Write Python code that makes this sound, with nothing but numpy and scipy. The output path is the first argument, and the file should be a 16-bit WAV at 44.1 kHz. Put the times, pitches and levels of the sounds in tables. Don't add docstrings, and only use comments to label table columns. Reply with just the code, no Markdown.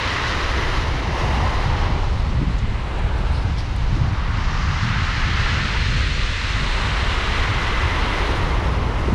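import sys
import numpy as np
from scipy import signal
from scipy.fft import rfft, irfft, next_fast_len
from scipy.io import wavfile
from scipy.ndimage import uniform_filter1d, map_coordinates

SR = 44100
rng = np.random.default_rng(int(sys.argv[2]) if len(sys.argv) > 2 else 0)


def materialize(psi):
    bounded = np.clip(np.atleast_2d(psi).T, -1, 1)
    quanta = np.round(bounded * 32767).astype(np.int16)
    wavfile.write(sys.argv[1], SR, quanta)


N = 403074



def sea():
    # t/s, breaker level/dB, foam level/dB, mist level/dB
    surf = [(0.0, -33, -30, -63), (.6, -31.5, -29.5, -59.5), (1.07, -33, -33, -65),
            (1.2, -28.5, -29.5, -59.5), (1.55, -32.5, -28.5, -62), (1.88, -33.5, -31, -68),
            (2.15, -36, -36, -69), (2.65, -40.5, -40.5, -73), (2.95, -36, -36, -71),
            (3.35, -37.5, -36.5, -70), (3.66, -42.5, -40.5, -71), (3.95, -38, -37, -71),
            (4.35, -41.5, -33.5, -72), (4.9, -43.5, -30.5, -69.5), (5.5, -38, -33, -69),
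            (6.2, -39.5, -44, -71), (6.5, -40, -37, -68), (6.85, -35, -31, -65.5),
            (7.75, -33.5, -30, -61.5), (8.24, -29.5, -29.5, -60.5), (9.14, -32, -33.5, -66)]
    # t/s, dragged stones level/dB,
    # then gravel, grit and spray, each level/dB above the stones
    backwash = [(0.0, -28, -5, -12.5, -27), (.3, -28, -7, -11.5, -28), (1.0, -34, -7, -11.5, -29),
                (1.2, -31.5, -9, -11, -27), (1.85, -34, -6.5, -12.5, -26.5), (2.1, -40.5, -3, -8.5, -20.5),
                (3.0, -38.5, -8, -19, -21.5), (3.5, -40.5, -4, -10.5, -21.5), (4.0, -40, -4.5, -9.5, -23),
                (4.25, -37, -7.5, -13.5, -26), (4.45, -34.5, -8, -12, -28), (4.6, -34.5, -8.5, -7.5, -27),
                (4.9, -31, -6, -11.5, -25.5), (5.46, -27, -7.5, -14, -26.5), (6.1, -30.5, -3, -12, -20),
                (6.45, -29, -4, -12, -20.5), (6.8, -30, -3, -14, -19), (7.4, -28, -6.5, -14.5, -25),
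                (8.1, -29, -6.5, -15, -26), (8.8, -36, -8.5, -12.5, -26), (9.14, -36, -8.5, -13.5, -21)]
    # peak t/s, length/s, level/dB, centre f/Hz, half-width/octaves
    fizz = [(.25, 0.62, -43, 1950, 0.13), (.2, .5, -47, 3560, .35), (3.22, 0.99, -46, 1480, 0.38),
            (5.97, 1.9, -44, 4170, 0.098), (7.8, 1.1, -43.5, 2000, 0.094)]
    clink_db = -11

    breaker_db, foam_db, mist_db = in_time(surf)
    stones_db, *above_db = in_time(backwash)
    gravel_db, grit_db, spray_db = stones_db + np.array(above_db)

    clatter = grains(per_s=2000, spread_db=3.5, blur=3.1)
    droplets = grains(per_s=1300, spread_db=3.5, blur=3.4)
    surge, splash = drift(3.7), drift(24)

    run_up = from_db(breaker_db) * breaker() + from_db(foam_db) * foam()
    run_up += from_db(mist_db) * mist(droplets, surge, splash)
    drag = from_db(stones_db) * stones(clatter, surge, splash)
    drag += from_db(stones_db + clink_db) * clinks()
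    drag += from_db(gravel_db) * gravel(surge, splash)
    drag += from_db(grit_db) * grit(clatter, surge, splash)
    drag += from_db(spray_db) * spray(droplets, surge, splash)
    return run_up + drag + swells(fizz, clatter)


def breaker():
    # f/Hz, level/dB per Hz
    breaker_colour = [(150, -10), (250, 1), (400, 3.5), (560, 1), (800, -5), (1600, -57), (2050, -21),
                      (2300, -40), (3000, -28)]
    roar = rng.standard_normal(N) * from_db(0.29 * drift(9.5))
    return rms_one(colour(roar, breaker_colour))


def foam():
    # f/Hz, level/dB per Hz
    foam_colour = [(450, -13.5), (700, -3), (850, 0.5), (1000, 0.5), (1250, -3), (1700, -11), (3000, -39)]
    # t/s, f/Hz
    foam_pitch = [(0, 1150), (.6, 1200), (1.1, 976), (1.9, 954), (2.6, 994), (3.2, 940), (3.7, 990),
                  (4.3, 1115), (4.9, 1310), (5.5, 1275), (6.2, 1250), (6.85, 1120), (7.5, 1150),
                  (8.2, 1094), (9.14, 1030)]
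    seethe = colour(grains(per_s=1200, spread_db=3.0, blur=1.72), foam_colour)
    pitch_hz, = in_time(foam_pitch)
    return carried(seethe, pitch_hz / 1000)


def stones(clatter, surge, splash):
    # f/Hz, level/dB per Hz
    stone_colour = [(800, -18), (1300, 0), (1650, 0), (2080, 2), (2250, -2.5), (2800, -3.5), (3300, -8),
                    (4500, -27)]
    return rms_one(colour(clatter * from_db(0.17 * surge + 0.12 * splash), stone_colour))


def clinks():
    clinks_per_s, ring_cycles = 500, 33
    knocks = grains(per_s=clinks_per_s, spread_db=3.0, blur=1e-9)
    dealt = rng.integers(0, 24, N)
    ringing = 0
    for k, hz in enumerate(np.geomspace(900, 4300, num=24)):
        r = from_db(-60 * hz / (ring_cycles * SR))
        w = 2 * np.pi * hz / SR
        struck = knocks * (dealt == k) + 1e-18
        ringing = ringing + signal.lfilter([0, np.sin(w)], [1, -2 * r * np.cos(w), r * r], struck)
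    dull = signal.butter(3, 4400, fs=SR, output="sos")
    return rms_one(signal.sosfilt(dull, ringing))


def gravel(surge, splash):
    # f/Hz, level/dB per Hz
    gravel_colour = [(2200, 0.5), (3200, 0), (3900, 0.5), (4400, -2), (5000, -10), (6500, -25)]
    # t/s, f/Hz
    gravel_pitch = [(0, 3800), (2.0, 3797), (3.5, 3800), (4.5, 3903), (5.5, 3852), (6.5, 3751), (7.5, 3550),
                    (8.5, 3601), (9.14, 3708)]
    impacts = grains(per_s=1800, spread_db=4.0, blur=2.1)
    rattle = colour(impacts * from_db(0.5 * surge + 0.5 * splash), gravel_colour)
    pitch_hz, = in_time(gravel_pitch)
    return carried(rattle, pitch_hz / 3800)


def grit(clatter, surge, splash):
    # f/Hz, level/dB per Hz
    grit_colour = [(3500, -8.5), (4900, 1.5), (6000, -3), (6800, -8), (7300, -13.5), (9000, -47)]
    return rms_one(colour(clatter * from_db(0.31 * surge + 0.6 * splash), grit_colour))


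def spray(droplets, surge, splash):
    # f/Hz, level/dB per Hz
    spray_colour = [(5500, -3), (7200, -2), (8700, -8.5), (9500, -17), (12000, -50)]
    return rms_one(colour(droplets * from_db(0.31 * surge + 0.45 * splash), spray_colour))


def mist(droplets, surge, splash):
    # f/Hz, level/dB per Hz
    mist_colour = [(7500, -11.5), (9600, -4.5), (11200, -7), (11900, -13.5), (13300, -17), (14500, -26),
                   (16000, -34)]
    flicker_db = .4 * surge + 0.77 * splash + .5 * drift(12)
    return rms_one(colour(droplets * from_db(flicker_db), mist_colour))


def bank(x):
    # t/s, share of the direct sound, delay/ms
    echo = [(0, 0.16, 1.04), (1.0, 0.13, 0.99), (1.2, .27, 1.06), (1.9, 0.13, 0.96), (2.3, 0.11, 0.95),
            (3.2, .05, 1.01), (4.5, .04, 1.02), (6.0, 0.042, 1.14), (7.0, .04, 1.0), (8.0, .13, 0.96),
            (9.14, 0.099, 0.97)]
    # f/Hz, level/dB
    bank_colour = [(10, 0), (3000, -1), (5000, -11), (9000, -16), (22000, -30)]
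    share, delay_ms = in_time(echo)
    late = map_coordinates(colour(x, bank_colour), [np.arange(N) - delay_ms * SR / 1000], order=3)
    return (x + share * late) / np.sqrt(1 + share ** 2)


def pebbles():
    # t/s, click level/dB ahead of its colour
    ticks = [(2.5755, -35), (2.5865, -34), (2.9955, -35), (3.1855, -31), (3.5875, -34), (3.7638, -22),
             (3.9855, -34), (4.1325, -31), (4.3205, -34), (4.5385, -35), (4.846, -35), (5.403, -31)]
    # f/Hz, level/dB
    tick_colour = [(3000, -20), (7000, 4), (9500, 3), (13000, -14), (16000, -30)]
    # peak t/s, length/s, level/dB, centre f/Hz, half-width/octaves
    slides = [(2.583, 0.021, -45, 5000, .5), (2.985, 0.029, -57, 7000, 0.37), (3.33, 0.16, -59, 8700, 0.22),
              (3.345, 0.12, -45, 4480, 0.27), (3.583, 0.06, -38.5, 4160, 0.42),
              (3.582, .05, -58, 8800, 0.31)]
    clicks = np.zeros(N)
    for s, strength_db in ticks:
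        clicks[round(s * SR)] = from_db(strength_db)
    scrape = grains(per_s=900, spread_db=1.5, blur=0.83)
    return colour(clicks, tick_colour) + swells(slides, scrape, rise=.12)


def wind():
    # t/s, buffeting level/dB, flutter level/dB above the buffeting
    wind_course = [(0.0, -28.5, -2), (.5, -23, -14.5), (.8, -22, -8.5), (1.12, -24.5, -4.5),
                   (1.3, -20.5, -12), (1.8, -20, -12), (2.25, -21.5, -9), (2.46, -21, -3), (2.7, -21, -8.5),
                   (2.9, -25.5, -9.5), (3.1, -20, -12), (3.45, -21, -9), (3.75, -21.5, -19),
                   (3.95, -20, -3), (4.15, -22.5, -7), (4.3, -21, -9.5), (4.8, -23, -3.5),
                   (5.2, -20.5, -12), (5.65, -23, -4), (6.1, -20, -13.5), (6.42, -24, -16),
                   (6.7, -21.5, -9), (7.05, -21.5, -13.5), (7.4, -22, -10), (7.8, -20.5, -12),
                   (8.2, -22.5, -9), (8.55, -20.5, -6), (8.85, -22.5, -5.5), (9.0, -21.5, -8.5),
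                   (9.07, -19.5, -6.5), (9.14, -20, -9)]
    # f/Hz, level/dB per Hz
    buffet_colour = [(8, -34), (20, -5.5), (45, -1.5), (75, -3.5), (110, -11), (170, -23), (300, -29.5)]
    # f/Hz, level/dB per Hz
    flutter_colour = [(65, -17), (110, -0.5), (160, -7.5), (200, -12.5), (280, -21.5), (600, -50)]
    # peak t/s, length/s, level/dB, centre f/Hz, half-width/octaves
    puffs = [(1.38, 0.046, -26, 180, .5), (1.965, .037, -28, 200, 0.61), (2.37, .09, -24, 151, .45),
             (2.425, 0.066, -21, 200, 0.84), (2.49, .06, -28, 160, 0.52), (2.645, .034, -29, 195, .4),
             (3.97, .06, -29.5, 200, .75), (4.6, 0.13, -29, 175.3, 0.45), (4.88, 0.13, -27.5, 179, .4),
             (5.66, .06, -35, 180, .4), (8.68, .054, -27, 180, 0.48), (9.087, 0.02, -16.5, 240, 1.1),
             (9.128, 0.017, -15, 211, 0.85)]
    # f/Hz, level/dB per Hz
    puff_colour = [(40, 2), (150, -2.5), (300, -15), (900, -28)]

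    buffet_db, flutter_db = in_time(wind_course)
    gust = drift(5)
    eddies = carried(colour(rng.standard_normal(N), buffet_colour), from_db(1.1 * gust))
    swing = np.sqrt(uniform_filter1d(eddies ** 2, size=2600) + .05)
    eddies = rms_one(eddies / swing ** 0.39)

    uneven = rng.standard_normal(N) * from_db(0.77 * gust + 2.35 * drift(9.1))
    flutter = rms_one(colour(uneven, flutter_colour))
    buffeting = from_db(buffet_db) * (eddies + from_db(flutter_db) * flutter)
    return buffeting + swells(puffs, colour(rng.standard_normal(N), puff_colour))


def grains(per_s, spread_db, blur):
    sizes = from_db(spread_db * np.minimum(rng.exponential(1, N), 5))
    signed = sizes * rng.choice([-1, 1], N)
    near = signed * (rng.random(N) < per_s / SR)
    return rms_one(near) + blur * rng.standard_normal(N)


def swells(rows, noise, rise=0.54):
    t, out = np.arange(N) / SR, np.zeros(N)
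    for s, length, level_db, centre_hz, octaves in rows:
        start = max(round((s - 3 * length) * SR), 0)
        end = min(round((s + 2 * length) * SR), N)
        near = slice(start, end)
        edges = np.minimum(centre_hz * 2 ** (octaves * np.array([-1, 1])), .3 * SR)
        band = signal.sosfilt(signal.butter(4, edges, "band", fs=SR, output="sos"), noise[near])
        width = length * np.where(t[near] < s, rise, 1 - rise)
        bell = np.exp(-2 * ((t[near] - s) / width) ** 2)
        out[near] += from_db(level_db) * rms_one(band * bell) * np.sqrt(np.mean(bell ** 2))
    return out


def carried(x, speed):
    return rms_one(map_coordinates(x, [np.cumsum(speed)], order=3, mode="mirror"))


def colour(x, spectrum):
    size = next_fast_len(N)
    hz, level_db = np.transpose(spectrum)
    f = np.maximum(np.arange(size // 2 + 1) * SR / size, 1)
    gain = from_db(np.interp(np.log(f), np.log(hz), level_db, -120, -120))
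    return irfft(rfft(x, size) * gain, size)[:N]


def drift(rate_hz):
    r = np.exp(-80 * np.pi * rate_hz / SR)
    chance = rng.standard_normal(N // 40 + 2002)
    slow = signal.lfilter([1], [1, -2 * r, r * r], chance)[2000:]
    return np.interp(np.arange(N) / 40, np.arange(len(slow)), rms_one(slow))


def in_time(rows):
    s, *columns = np.transpose(rows)
    return [np.interp(np.arange(N) / SR, s, c) for c in columns]


def from_db(db):
    return 10 ** (np.asarray(db) / 20)


def rms_one(x):
    return x / np.sqrt(np.mean(x ** 2) + 1e-20)


def scene():
    return (bank(sea()) + pebbles() + wind())[None]


def record(dry):
    rounded = 1.503 * np.tanh(dry / 1.387)
    top_cut = signal.cheby2(14, 50, 14900, fs=SR, output="sos")
    return signal.sosfilt(top_cut, rounded)


dry = scene()
out = record(dry)
materialize(out)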